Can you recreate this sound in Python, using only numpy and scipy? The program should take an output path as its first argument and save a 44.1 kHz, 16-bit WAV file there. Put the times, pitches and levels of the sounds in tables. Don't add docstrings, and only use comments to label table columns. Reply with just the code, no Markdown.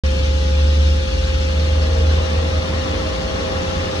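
import sys
import numpy as np
from scipy import signal
from scipy.fft import rfft, irfft
from scipy.io import wavfile
from scipy.ndimage import uniform_filter1d, map_coordinates

SR = 44100
rng = np.random.default_rng(int(sys.argv[2]) if len(sys.argv) > 2 else 0)


def transcribe(u):
    v = np.clip(np.atleast_2d(u).T, -1, 1)
    q = np.round(v * 32767).astype(np.int16)
    wavfile.write(sys.argv[1], SR, q)


N = 176400
TIME = np.arange(N) / SR
EARS = np.array([[1], [-1]])  # left, right; pan is left minus right in dB


def undb(db):
    return 10 ** (np.asarray(db) / 20)


def unit(x):
    return x / np.sqrt(np.mean(x ** 2))


def curve(table):
    return np.interp(TIME, *np.array(table).T)


def walk(per_s):
    hold = int(SR / per_s)
    steps = np.repeat(rng.standard_normal(N // hold + 3), hold)
    return unit(uniform_filter1d(uniform_filter1d(steps, hold), hold))[hold:hold + N]


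def tone(phase, db, pan, lead):
    return np.sqrt(2) * undb(db + EARS * pan / 2) * np.sin(phase + EARS * lead / 2)


def wash(table):
    rows = np.array(table)
    knots = np.log2(rows[:, 0])
    octave = np.log2(np.maximum(np.fft.rfftfreq(N, 1 / SR), 1))
    db, likeness, *pan = (np.interp(octave, knots, column) for column in rows[:, 1:].T)
    octaves_outside = np.abs(octave - np.clip(octave, knots[0], knots[-1]))
    likeness = np.clip(likeness, -1, 1)
    mid, side = rfft(rng.standard_normal((2, N)))
    stereo = mid * np.sqrt(1 + likeness) + EARS * side * np.sqrt(1 - likeness)
    return irfft(stereo * undb(db - 20 * octaves_outside + EARS * sum(pan) / 2), N) * np.sqrt(SR) / 2


def ring(x, hz, width):
    b, a = signal.iirpeak(hz, hz / width / np.sqrt(2), fs=SR)
    return signal.lfilter(b, a, signal.lfilter(b, a, x))


def pings(low_hz, high_hz, db, pan, per_s, t60_s):
    t = np.arange(int(t60_s * SR)) / SR
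    decay = undb(-60 * t / t60_s)
    count = int(per_s * N / SR)
    out = np.zeros((2, N + len(t)))
    for (when, pitch, lead), size in zip(rng.random((count, 3)), rng.standard_normal(count)):
        at = int(when * N)
        hz = low_hz + (high_hz - low_hz) * pitch
        out[:, at:at + len(t)] += decay * tone(2 * np.pi * hz * t, 2.8 * size, pan, 2 * np.pi * lead)
    band = signal.butter(2, [low_hz, high_hz], "bandpass", fs=SR, output="sos")
    return undb(db) * unit(signal.sosfilt(band, out[:, :N]))


# frequency in Hz, level in dB per Hz, left-right likeness from -1 to 1.
HALL_SPECTRUM = [(20, -67, .9), (35, -66, .95), (47, -46, 1), (80.6, -50, 1), (113, -55.5, 0.82),
                 (171, -56, 1), (255, -57, 0.54), (342, -62, 0.63), (477, -63.5, 0.55), (615, -63.5, -0.58),
                 (780, -69, -0.89), (1000, -78, 0.061), (2000, -98, -0.31)]

def hall():
    return wash(HALL_SPECTRUM) * undb(.5 * walk(8.82))


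# pitch in Hz, level in dB, pan in dB, left ear's lead in radians.
MOTOR_TONES = [(48.4, -46, 3, 1.4), (75, -33, -3.5, 0.2), (99.7, -40, -7, 1.5), (119.3, -50.5, 12, 1.5),
               (198, -44.5, 0, -1.3), (245, -41.5, 4.5, -1), (299.8, -42.5, 1, 0.2), (428.3, -51, 9, 0.2),
               (834.4, -44, 8.5, 1.85), (994, -61, 9, 0.3), (999, -61, -4, 1.6), (1300, -61, -3, 1.5),
               (1353, -60.5, -2, 1.5)]

def motors():
    inverter_hz, waver_db, waver_rad = 8000, .9, .2
    out = tone(2 * np.pi * inverter_hz * TIME, db=-60 + waver_db * walk(2.7), pan=-6, lead=-3)
    for hz, db, pan, lead in MOTOR_TONES:
        phase = 2 * np.pi * (hz * TIME + rng.random()) + waver_rad * walk(6.28)
        out += tone(phase, db + waver_db * walk(5.7), pan, lead)
    return out


# multiple of the shaft rate, level in dB, pan in dB, left lead in radians.
PUMP_HARMONICS = [(7, -39.5, -7, 0.31), (14, -49.5, 0, 0), (21, -28, -2, 1.5), (22, -52.5, -12, 0.5),
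                  (27, -61.5, 24.5, 3.5), (49, -48, -5, -2)]

def pump():
    shaft_hz, wander, waver_db = 24.956, .00038, -.4
    turn = 2 * np.pi * np.cumsum(shaft_hz * (1 + wander * walk(5.33))) / SR
    return sum(tone(multiple * turn + 2 * np.pi * rng.random(), db + waver_db * walk(8.8), pan, lead)
               for multiple, db, pan, lead in PUMP_HARMONICS)


def ripple(x, depth_db=1.2, spacing_hz=26):
    hz = np.fft.rfftfreq(N, 1 / SR)
    knots = np.arange(0, SR / 2, spacing_hz)
    bumps = np.array([np.interp(hz, knots, row) for row in rng.standard_normal((2, len(knots)))])
    return irfft(rfft(x) * undb(depth_db * bumps), N)


def shimmer(x, depth_db=2.1, grain_hz=100, grain_s=.022):
    hz, times, bands = signal.stft(x, SR, nperseg=1024)
    grid = np.array(np.meshgrid(hz / grain_hz, times / grain_s, indexing="ij"))
    grains = rng.standard_normal(grid.max(axis=(1, 2)).astype(int) + 2)
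    flare = undb(depth_db * unit(map_coordinates(grains, grid, order=1)))
    return signal.istft(bands * unit(flare), SR)[1][:, :N]


# frequency in Hz, level in dB per Hz, left-right likeness, pan in dB.
HISS_SPECTRUM = [(500, -92, -0.08, 4), (840, -72.5, -.1, 6), (1160, -68.5, -0.18, 4),
                 (1530, -66.5, -0.19, 1), (2070, -67.5, -0.82, 2), (2830, -64, -0.69, 2),
                 (3530, -71, 0.11, 6), (4180, -71.5, 0.56, 6.5), (4900, -73, -0.45, 7.5),
                 (6260, -76, 0.35, 8), (7190, -82, .1, 0), (8750, -88.5, -0.33, -0.5), (10640, -91.5, 1, 0),
                 (10950, -101, -0.26, 0), (14900, -104, 1, 0)]
# pitch in Hz, width in Hz, level in dB, pan in dB.
STEEL_RINGS = [(2746, 140, -45, -1), (3544, 310, -43.5, 9), (4394, 360, -46, 8), (5440, 600, -48, 12)]

def rollers():
    left_lag_s = .00026
    hiss = wash(HISS_SPECTRUM)
    for hz, width, db, pan in STEEL_RINGS:
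        direct, *diffuse = rng.standard_normal((3, N))
        stereo = np.array([np.roll(direct, round(left_lag_s * SR)), direct]) + np.array(diffuse)
        hiss += unit(ring(stereo, hz, width)) * undb(db + EARS * pan / 2)
    return shimmer(ripple(hiss)) * undb(.4 * walk(90) + .12 * walk(5.7))


def sizzle():
    return pings(low_hz=2800, high_hz=4400, db=-41.5, pan=6, per_s=260, t60_s=.09)


WIDE_HZ = 567

def spread(hz):
    return min((hz / WIDE_HZ) ** 2, 1.3)


# time in seconds, gain in dB.
CHATTER_SWELL = [(0, -37), (1.4, -13), (1.7, -2), (2.05, 2), (2.35, 3), (2.65, 3), (2.9, 5.5), (3.2, 4),
                 (3.6, 5), (4, 5.5)]
# pitch in Hz, width in Hz, level in dB before tilt and swell, pan in dB.
SHEET_MODES = [(86, 25, -36, 0), (165, 40, -40, 0), (303, 18, -42.5, 0), (372, 14, -48, 0),
               (401, 16, -43, -2), (480, 60, -43, 0), (546, 16, -44, 0), (640, 50, -47, -3),
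               (800, 48, -44, 4), (920, 70, -47.5, 3), (1130, 200, -42.5, 4), (1330, 300, -45, 0),
               (1680, 420, -44, 0)]

def chatter():
    taps_per_s, scatter_db, flicker_db, tilt_db_per_octave = 1200, 2, .6, 1.4
    reverb_t60_s, reverb_db = .99, -5.5
    taps = (rng.random((2, N)) < taps_per_s / SR) * rng.standard_normal((2, N))
    taps *= undb(scatter_db * rng.standard_normal((2, N)))
    tail = rng.standard_normal((2, N)) * undb(-60 * TIME / reverb_t60_s)
    reverb = irfft(rfft(taps) * rfft(tail), N)
    mid, side = unit(taps) + undb(reverb_db) * unit(reverb)
    out = 0
    for hz, width, db, pan in SHEET_MODES:
        mode = unit(ring(mid + EARS * spread(hz) * side, hz, width))
        out += mode * undb(db + EARS * pan / 2 + tilt_db_per_octave * np.log2(hz / WIDE_HZ))
    return out * undb(curve(CHATTER_SWELL) + flicker_db * walk(21.77))


def rattle():
    contacts = pings(low_hz=960, high_hz=1400, db=-44.5, pan=3, per_s=170, t60_s=.15)
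    return contacts * undb(curve(CHATTER_SWELL))


# pitch in Hz, rise in Hz per second, beat in Hz, level in dB before the swell, pan in dB.
SINGING_MODES = [(470, 2, 13, -38, 0), (618, 4, 9, -38.5, 6)]
# time in seconds, gain in dB.
SINGING_SWELL = [(0, -35), (1.4, -23), (1.6, -6), (1.82, -5), (1.95, 0.5), (2.35, -0.5), (2.6, -2),
                 (3.05, -4), (3.45, -1), (4, -3)]

def singing():
    waver_hz, flutter_db, twin_db = 4.5, 3, -2.5
    out = 0
    for hz, rise, beat, db, pan in SINGING_MODES:
        for offset_hz, offset_db in ((0, 0), (beat, twin_db)):
            pitch = hz + offset_hz + rise * TIME + waver_hz * walk(16)
            swell_db = curve(SINGING_SWELL) + flutter_db * walk(2 * beat)
            lead = (np.pi * spread(hz) + walk(beat)) / 2
            out += tone(2 * np.pi * np.cumsum(pitch) / SR, db + offset_db + swell_db, pan, lead)
    return out


# time in seconds, level in dB.
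MAIN_BOOM_LEVELS = [(0, -15.5), (.2, -17.5), (.5, -15), (.9, -12), (1.08, -20), (1.35, -17), (1.7, -16.5),
                    (2.19, -14.5), (2.27, -23), (2.42, -17.5), (2.59, -20), (2.63, -31), (2.72, -24.5),
                    (3.0, -28), (3.2, -35), (3.45, -32), (3.75, -25), (4, -29)]
LOW_BOOM_LEVELS = [(0, -31), (.45, -28), (.7, -35), (1.1, -22.5), (1.37, -21), (1.6, -44), (1.8, -24),
                   (2.18, -25.5), (2.35, -39), (2.7, -36), (3.25, -27.5), (3.45, -45), (4, -48)]

def boom():
    flutter_db = -.27
    out = 0
    for start_hz, rise_per_s, levels in ((70.78, .048, MAIN_BOOM_LEVELS), (54.1, .037, LOW_BOOM_LEVELS)):
        phase = 2 * np.pi * np.cumsum(start_hz * np.exp(rise_per_s * TIME)) / SR
        out += tone(phase, curve(levels) + flutter_db * walk(14), pan=0, lead=0)
    return out


def scene():
    return hall() + motors() + pump() + rollers() + sizzle() + chatter() + rattle() + singing() + boom()


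def record(dry):
    silence_s, fade_s, top_hz = .0355, .002, 15100
    fade_in = np.clip((TIME - silence_s) / fade_s, 0, 1)
    return signal.sosfilt(signal.ellip(8, .2, 70, top_hz, fs=SR, output="sos"), dry * fade_in)


dry = scene()
out = record(dry)
transcribe(out)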